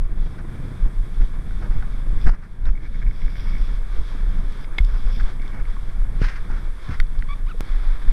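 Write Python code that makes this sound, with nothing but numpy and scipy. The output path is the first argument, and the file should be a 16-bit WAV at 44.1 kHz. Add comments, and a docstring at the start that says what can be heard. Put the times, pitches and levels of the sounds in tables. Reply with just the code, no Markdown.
"""Kitesurfer on a windy lake shore

Gusts buffet a body-worn camera's microphone over the wash of small waves. Lines rasp and creak on
the control bar, fittings click, a glove scrapes the housing and the harness loop squeaks on its hook.
The strongest gust makes the camera's gain duck. With a pop the scene cuts to a ride through spray."""
import sys
import numpy as np
from scipy import signal
from scipy.fft import rfft, irfft, next_fast_len
from scipy.io import wavfile
from scipy.ndimage import uniform_filter1d, minimum_filter1d

SR = 44100
rng = np.random.default_rng(int(sys.argv[2]) if len(sys.argv) > 2 else 0)


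def store_pcm(level_fs):
    """Save levels as 16-bit WAV."""
    pcm = np.round(np.clip(level_fs, -1, 1) * 32767).astype(np.int16)
    wavfile.write(sys.argv[1], SR, np.atleast_2d(pcm).T)


N = 358091
T = np.arange(N) / SR
TOP_HZ = 15300  # upper edge of the camera's sound

# Levels are relative within each layer. Spectra are EQ curves for the raw sound.
# gusts thumping the microphone: peak t/s, length/s, level/dB
GUSTS = [(0.193, 0.096, -13), (0.844, 0.07, -10.5), (1.012, 0.041, -19), (1.217, 0.057, -10.5),
         (1.577, 0.047, -18.5), (1.684, 0.065, -13.5), (1.779, 0.034, -11), (2.14, 0.15, -15.5),
         (2.288, 0.068, 0), (2.676, 0.12, -5), (3.08, 0.076, -8), (3.256, 0.048, -10), (3.61, 0.062, -13),
         (4.004, 0.071, -14), (4.275, 0.063, -14), (4.92, 0.082, -16.5), (5.064, 0.067, -14.5),
         (5.235, 0.08, -13), (5.95, 0.035, -14.5), (6.253, 0.056, -15.5), (7.02, 0.1, -14.5),
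         (7.17, 0.1, -21)]
# pressure swings of the breeze between gusts: t/s, level/dB
BREEZE_LEVEL = [(0, -16), (.35, -31.5), (.53, -35.5), (.74, -33.5), (1.0, -24), (2.2, -26), (2.47, -27),
                (2.8, -21.5), (3.5, -26), (3.82, -26.5), (4.1, -28.5), (5.3, -24), (6.7, -27.5), (7.6, -23),
                (8.05, -22)]
# turbulence at the housing as the body turns in the wind: t/s, level/dB
TURBULENCE_LEVEL = [(0, -33.5), (.72, -33), (1.2, -38.5), (1.65, -34), (1.95, -37), (2.2, -33.5),
                    (2.42, -37), (2.65, -34), (2.8, -34), (3.25, -35.5), (3.58, -35.5), (3.9, -42.5),
                    (4.35, -35), (4.65, -42), (5.1, -37.5), (5.85, -41.5), (6.15, -33.5), (6.4, -41.5),
                    (6.6, -33), (6.83, -48), (6.91, -31.5), (6.99, -47), (7.2, -38.5), (8.1, -50)]
# deep heave of large eddies, and rush of small ones: f/Hz, level/dB
HEAVE_SPECTRUM = [(4, 2.5), (12, -7), (25, 6.5), (34, -4), (43, -10.5), (58, -39), (120, -61)]
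EDDY_SPECTRUM = [(35, -0.5), (60, 1), (85, 4), (130, -1.5), (200, -7), (320, -15), (520, -24.5),
                 (900, -29.5), (2000, -34.5), (4000, -59.5)]

# clicks of bar fittings, harness hook and buckles, and small metal line clasps:
# t/s, level/dB, contact time/ms, main mode boost/dB
BAR_CLICKS = [(1.220, -37.5, .1, -2), (3.065, -41, .15, 2), (3.218, -32, .15, 4), (3.397, -32, 0.072, -6),
              (3.569, -34, 0.18, 9), (4.645, -33, 0.063, 3), (4.7833, -14, 0.077, -9.5),
              (4.7856, -11.5, 0.12, 23), (4.7884, -21.5, 0.018, 2), (4.809, -33, .1, -8),
              (5.263, -40, .08, -10), (5.398, -34.5, .25, 7), (5.654, -35, .2, 12)]
HOOK_CLICKS = [(.390, -37, 0.25, -2), (1.509, -35, 0.54, -2), (1.825, -31.5, 0.44, -8),
               (2.655, -30, 0.058, -12), (5.1995, -27.5, 0.62, -2), (7.0003, -22.5, 0.02, -20),
               (7.0012, -14.5, 0.2, 6), (7.224, -25, 0.5, 9)]
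CLASP_CLICKS = [(2.164, -45, .04, 6), (2.215, -38, .06, 9), (2.656, -33, 0.12, 16), (4.523, -42.5, .02, -6),
                (4.848, -34, .02, 0), (5.232, -42, .12, -5), (5.419, -42, .1, -5), (5.479, -39, .06, 3),
                (6.926, -51, .02, -8), (7.068, -45, .1, -1), (7.191, -39, .12, -1), (7.242, -49, .1, -2)]
# how each of those parts rings, main mode first: f/Hz, level/dB, t60/s
BAR_MODES = [(2156, 9, 0.016), (482, 2.5, 0.0044), (1090, -19, 0.045), (3400, 3, 0.017), (3850, -3, 0.013),
             (4860, -7.5, 0.011), (5300, -22, 0.011)]
HOOK_MODES = [(1990, 3, 0.013), (1460, 3, 0.021), (2150, -6, 0.024), (3120, -3, 0.012), (3720, -2, 0.017),
              (4470, -4.5, 0.014), (5740, -10, 0.012)]
CLASP_MODES = [(3500, 5, .011), (4570, -1, 0.014), (5300, -1, 0.011), (5740, -15, 0.01), (8300, -3, 0.0098)]
# soft knocks on the camera and harness: t/s, f/Hz, level/dB, t60/s
KNOCKS = [(2.275, 152, -7, 0.025), (4.803, 36.4, -2, 0.28), (5.767, 1110, -32, .024),
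          (6.215, 446, -21.5, 0.019), (6.2165, 104, -3, 0.027), (6.501, 218, -22.5, 0.015),
          (6.501, 855, -33.5, 0.038), (6.893, 74, -14.5, 0.15), (7.545, 473, -34, .063)]

# glove and sleeve brushing the housing: t/s, length/s, level/dB, rumble/dB, rub f/Hz
SCRAPES = [(0.372, 0.048, -45, 4, 1600), (1.191, 0.062, -47, 5, 1500), (1.602, 0.086, -43.5, 8, 1410),
           (1.693, 0.058, -47, 6.5, 1190), (1.82, 0.023, -47, 11, 1550), (2.245, 0.087, -36.5, 4.5, 1500),
           (2.264, 0.025, -31, 9, 1330), (2.285, 0.016, -25.5, 5, 1520), (2.313, 0.058, -38.5, 3.5, 1300),
           (2.402, 0.08, -42, -2, 1320), (2.648, 0.059, -37, 2.5, 1460), (3.942, 0.068, -54, 10, 1440),
           (4.928, 0.053, -47.5, 6, 1400), (5.188, 0.032, -45, -3, 1580), (5.51, 0.12, -48, 9, 1500),
           (6.177, 0.16, -45, -6, 2270), (6.211, 0.053, -33, -14, 1590), (6.249, 0.068, -40.5, -23, 1900),
           (6.29, 0.12, -41, -23, 1750), (6.459, 0.17, -43.5, -3, 1450), (6.862, 0.099, -43.5, -5, 1280),
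           (6.895, 0.076, -44, -7, 1890)]
# body of the dragging fabric, and bright fizz of a quick rub: f/Hz, level/dB
FABRIC_SPECTRUM = [(150, -15), (500, -17), (950, -2), (1550, 3.5), (2250, -3), (2900, -13.5), (3600, -21.5),
                   (5200, -10.5), (7000, -26), (10000, -27), (15000, -55)]
FIZZ_SPECTRUM = [(2400, 10), (3500, 5), (5300, 3.5), (6400, -5), (7500, -14.5), (9500, -13.5), (13500, -26)]
# harness loop squeaks: t/s, length/s, rise/s, slip f/Hz after the rise, final slip f/Hz, level/dB
SQUEAKS = [(7.279, 0.068, 0.0123, 1140, 1175, -39), (7.463, 0.064, 0.038, 1514, 1080, -44)]
# resonances a squeak sounds through: f/Hz, level/dB
SQUEAK_SPECTRUM = [(1100, 0), (1500, -2), (1900, -9), (2250, -4.5), (2850, -14), (3450, -11.5), (4100, -24),
                   (4500, -24), (6000, -46)]
# taut lines creaking on the bar, and pulls of line through it: t/s, length/s, level/dB
LINE_CREAKS = [(2.751, 0.031, -43.5), (2.802, 0.078, -46), (2.94, 0.026, -44.5), (3.015, 0.021, -40),
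               (3.065, 0.019, -43), (3.089, 0.032, -46), (3.18, 0.437, -50.5), (5.403, 0.07, -50),
               (5.513, 0.11, -51.5)]
LINE_PULLS = [(2.19, 0.084, -52), (2.958, 0.91, -55), (3.27, 0.29, -61), (4.592, 0.071, -56),
              (4.7, 0.63, -57), (5.094, 0.12, -55)]
# tone of a creaking line, and of a sliding one: f/Hz, level/dB
CREAK_SPECTRUM = [(900, -38), (1600, 3), (2000, -3), (2230, 10), (2550, -21), (3400, -21), (5000, -25)]
RASP_SPECTRUM = [(900, -11), (1800, -10), (2050, -9), (2220, -4), (2450, -3.5), (2900, -13), (3450, 1),
                 (4100, -15.5), (4900, -4.5), (5600, -7.5), (7000, -43), (12000, -27)]

# spray off the board, wash of the waves, and fine, even hiss: f/Hz, level/dB
SPRAY_SPECTRUM = [(280, 16), (600, 7), (1200, 12), (2250, 8), (2850, -7.5), (3450, 6.5), (4100, -4),
                  (4900, -4.5), (7000, -19), (10000, -18), (15000, -33)]
WASH_SPECTRUM = [(200, -6), (450, 1), (780, -9), (1130, -1.5), (1350, -3), (1650, -1.5), (2000, -7.5),
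                 (2250, -3.5), (2500, -13.5), (2950, -18), (3400, -6.5), (4100, -17.5), (5000, -17),
                 (7000, -29.5), (12000, -47)]
HISS_SPECTRUM = [(2000, -19), (5000, -3), (7000, -2.5), (8800, 4), (10500, 1), (12000, -4.5), (13700, -7),
                 (15500, -35)]
# slow swell of the wash: t/s, level/dB
WASH_LEVEL = [(0, -54.5), (.4, -54), (2.2, -54), (2.85, -52), (3.55, -51), (5.2, -51.5), (7.1, -54),
              (8.1, -55.5)]


def wind(gust_db=2, breeze_db=5, lull_db=2.5, swirl_db=-16, eddy_db=0.64, torn_db=-30, flutter_db=0.98):
    """Large eddies heave the pressure, hardest in the gusts; small ones tear off with each heave."""
    gust = undb(gust_db) * gusts()
    breeze = follow(BREEZE_LEVEL) * undb(breeze_db + lull_db * walk(11))
    strength = np.hypot(gust, breeze)
    heave = steady(colour(noise(), HEAVE_SPECTRUM), 0.04) * gust
    heave += steady(colour(noise(), HEAVE_SPECTRUM), 0.2) * breeze
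    # a harder gust also drives quicker swirls, which thud
    swirl = steady(colour(noise(), [(42, -0.5), (60, 0), (90, -13.5), (150, -22)]), 0.015)
    swirl *= strength * np.sqrt(np.minimum(strength, .3))
    eddies = steady(colour(noise(), EDDY_SPECTRUM), 0.043)
    eddies *= np.exp(0.25 * heave / strength) * undb(flutter_db * walk(30))
    turbulence = np.hypot(undb(eddy_db) * follow(TURBULENCE_LEVEL), undb(torn_db) * strength)
    return heave + undb(swirl_db) * swirl + unit(eddies) * turbulence


def gusts(release_ratio=1.1):
    """Gust envelope: bell-shaped swells that build a little faster than they die."""
    out = np.zeros(N)
    for s, length, db in GUSTS:
        half_width = length / 2 * np.where(T < s, 1, release_ratio)
        out += undb(db) * np.exp(-((T - s) / half_width) ** 2)
    return out


def fittings():
    """The bar, the hook and the line clasps click, each with its own ring."""
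    return (clicks(BAR_CLICKS, BAR_MODES, crack_db=-16, crack_hz=6960)
            + clicks(HOOK_CLICKS, HOOK_MODES, crack_db=-14.5, crack_hz=14000)
            + clicks(CLASP_CLICKS, CLASP_MODES, crack_db=-9, crack_hz=8000))


def clicks(rows, modes, crack_db, crack_hz, crack_s=0.0036):
    """Hard parts snap together; a longer contact is duller, a free rebound lets the main mode sing."""
    out = np.zeros(N)
    hz, mode_db, t60 = np.transpose(modes)
    lowpass = signal.butter(2, crack_hz, fs=SR)
    for s, db, contact_ms, boost_db in rows:
        gain = undb(mode_db + boost_db * (hz == hz[0])) / (1 + (2e-3 * hz * contact_ms) ** 2)
        gain *= undb(db) / np.linalg.norm(gain)
        for k in range(len(hz)):
            add(out, s, (-1) ** k * gain[k] * ring(hz[k], t60[k]))
        crack = rng.standard_normal(500) * np.exp(-np.arange(500) / SR / crack_s)
        hardness = np.exp(-contact_ms / 0.06)  # only hard contacts give a bright crack
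        add(out, s, undb(db + crack_db) * hardness * signal.lfilter(*lowpass, crack))
    return out


def knocks(attack_cycles=0.071):
    """Soft contacts thud: one damped tone with a rounded attack."""
    out = np.zeros(N)
    for s, hz, db, t60 in KNOCKS:
        thud = ring(hz, t60)
        cycles = np.arange(len(thud)) * hz / SR
        add(out, s, -undb(db) * thud * (1 - np.exp(-cycles / attack_cycles)))
    return out


def glove_scrapes(rough_db=2.5, rub_db=4, rub_q=1.9, fizz_db=-18, fizz_db_per_octave=22):
    """Fabric drags in dense, resonant slips and the housing rumbles; a higher rub fizzes more."""
    chatter = undb(rough_db * walk(220))
    slips = colour(grains(rate=9000, spread_db=3.5), FABRIC_SPECTRUM) * chatter
    fizz = colour(noise(), FIZZ_SPECTRUM) * chatter
    rumble = colour(noise(), [(70, 12.5), (150, 7), (400, -6), (900, -6.5)])
    out = np.zeros(N)
    for s, length, db, rumble_db, hz in SCRAPES:
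        rub = unit(signal.lfilter(*signal.iirpeak(hz, rub_q, fs=SR), slips))
        brightness = undb(fizz_db + fizz_db_per_octave * np.log2(hz / 1600))
        scrape = unit(slips + undb(rub_db) * rub) + brightness * fizz + undb(rumble_db) * rumble
        add(out, s, undb(db) * stroke(scrape, s, length, taper=0.64))
    return out


def harness_squeaks(start_hz=886, rough_db=3.2, wobble=.015, jitter=.018):
    """The wet loop sticks and slips on the steel hook; pitch climbs with load, then holds or sags."""
    out = np.zeros(N)
    for s, length, rise_s, risen_hz, final_hz, db in SQUEAKS:
        slip_hz = np.interp(T, [s, s + rise_s, s + length], [start_hz, risen_hz, final_hz])
        slip_hz *= 1 + wobble * walk(170) + jitter * walk(1500)
        phase = 2 * np.pi * np.cumsum(slip_hz) / SR
        tone = colour(sum(np.sin(k * phase) for k in range(1, 6)), SQUEAK_SPECTRUM)
        tone *= undb(rough_db * walk(120))
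        add(out, s, undb(db) * unit(stroke(tone, s, length, taper=0.32)))
    return out


def line_creaks(catch_db=3):
    """A taut line sticks and lets go in uneven bursts of small ticks."""
    ticks = colour(grains(rate=480, spread_db=4), CREAK_SPECTRUM) * undb(catch_db * walk(45))
    out = np.zeros(N)
    for s, length, db in LINE_CREAKS:
        add(out, s, undb(db) * unit(stroke(ticks, s, length, taper=0.16)))
    return out


def line_rasp(catch_db=1):
    """Braided lines rasp through the bar with each pull, catching and slipping."""
    rasp = colour(grains(rate=6900, spread_db=4), RASP_SPECTRUM) * undb(catch_db * walk(49))
    out = np.zeros(N)
    for s, length, db in LINE_PULLS:
        add(out, s, undb(db) * stroke(rasp, s, length, taper=0.62))
    return out


def cut_to_ride(cut_s=7.6075, spray_db=-46, pop_db=-15, pop_decay_s=0.022):
    """A sharp pop as the scene cuts abruptly to the ride, then fine spray off the board."""
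    spray = undb(spray_db) * colour(grains(rate=8200, spread_db=3.5), SPRAY_SPECTRUM)
    pop = undb(pop_db) * np.exp(-np.maximum(T - cut_s, 0) / pop_decay_s)
    return (T >= cut_s) * (spray + pop)


def waves(wash_db=4, bubble_db=-12, drop_db=-13, lap_db=1.5, foam_db=2.1, hiss_db=-65):
    """Wavelets break in a lapping wash of foam, bubbles and single drops, over a smooth hiss."""
    water = noise() + undb(bubble_db) * bubbles() + undb(drop_db) * grains(rate=60, spread_db=0)
    wash = colour(water, WASH_SPECTRUM) * undb(lap_db * walk(20))
    foam = signal.sosfiltfilt(signal.butter(4, 2800, "high", fs=SR, output="sos"), wash)
    wash = wash - foam + foam * undb(foam_db * walk(12))  # the bright foam swells on its own
    hiss = undb(hiss_db) * colour(noise(), HISS_SPECTRUM)
    return undb(wash_db) * wash * follow(WASH_LEVEL) + hiss


def bubbles(count=6000, lowest_hz=700, octaves=2.42, cycles=14):
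    """Small bubbles ring briefly and rise in pitch."""
    out = np.zeros(N)
    for when, pitch, softness in rng.random((count, 3)):
        hz = lowest_hz * 2 ** (octaves * pitch)
        add(out, when * T[-1], undb(-12 * softness) * ring(hz, cycles / hz, glide=0.062))
    return unit(out)


def gain_control(x, ceiling=0.88, hold_s=0.32, recover_db_per_s=8.5, start_cut_db=4.5):
    """A peak over the ceiling ducks the gain at once; it holds, then climbs back steadily."""
    over_db = np.maximum(20 * np.log10(np.abs(x) / ceiling + 1e-9), 0)
    half = int(hold_s * SR / 2)
    held_db = -minimum_filter1d(-over_db, 2 * half + 1, origin=half, mode="constant")
    climb_db = recover_db_per_s * T
    cut_db = np.maximum.accumulate(np.maximum(held_db + climb_db, start_cut_db)) - climb_db
    return x * undb(-uniform_filter1d(cut_db, 221))  # smoothed over 5 ms


def undb(db):
    """Decibels to gain."""
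    return 10 ** (np.asarray(db) / 20)


def unit(x):
    """Scale to rms 1."""
    return x / np.sqrt(np.mean(x ** 2))


def follow(curve):
    """Gain envelope from rows of t/s, level/dB."""
    return undb(np.interp(T, *np.transpose(curve)))


def colour(x, points):
    """EQ by rows of f/Hz, level/dB, falling 20 dB an octave beyond the ends; rms 1."""
    hz, db = np.transpose(points)
    size = next_fast_len(len(x))
    octave = np.log2(np.arange(size // 2 + 1) * SR / size + .5)
    knots = np.log2(hz)
    outside = np.abs(octave - np.clip(octave, knots[0], knots[-1]))
    gain = undb(np.interp(octave, knots, db) - 20 * outside)
    return unit(irfft(rfft(x, size) * gain, size)[:len(x)])


def noise():
    """White noise."""
    return rng.standard_normal(N)


def walk(rate):
    """Random wander through `rate` points a second; rms 1."""
    return unit(np.interp(T * rate, np.arange(N), noise()))


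def steady(x, seconds):
    """Even out the swells of a noise that last longer than `seconds`."""
    power = np.abs(signal.hilbert(x, next_fast_len(N))[:N]) ** 2
    return unit(x / np.sqrt(uniform_filter1d(power, int(seconds * SR) + 1, mode="nearest") + 1e-9))


def grains(rate, spread_db):
    """About `rate` tiny impacts a second; with spread, most are weak and a few strong."""
    impacts = (rng.random(N) < rate / SR) * np.sign(noise())
    return unit(impacts * undb(spread_db * np.minimum(rng.exponential(size=N), 5)))


def ring(hz, t60, glide=0):
    """A decaying sine whose pitch may rise as it dies."""
    t = np.arange(int(t60 * SR) + 2) / SR
    return np.sin(2 * np.pi * hz * t * (1 + .5 * glide * t / t60)) * np.exp(-np.log(1000) * t / t60)


def stroke(x, s, length, taper):
    """Cut a stretch out of a steady sound; the share `taper` of it fades in and out."""
    part = x[int(s * SR):int((s + length) * SR)]
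    return part * signal.windows.tukey(len(part), taper)


def add(out, s, x):
    """Mix x into out at time s."""
    i = int(s * SR)
    out[i:i + len(x)] += x[:max(N - i, 0)]


def scene():
    """Shore, gear and the closing ride, mixed in mono."""
    shore = wind() + waves()
    gear = line_rasp() + line_creaks() + glove_scrapes() + fittings() + knocks() + harness_squeaks()
    return (shore + gear + cut_to_ride())[None]


def record(dry):
    """The camera ducks on the loudest peaks and cuts the top end."""
    lowpass = signal.ellip(8, .2, 70, TOP_HZ, fs=SR, output="sos")
    return signal.sosfilt(lowpass, gain_control(dry[0]))[None]


dry = scene()
out = record(dry)
store_pcm(out)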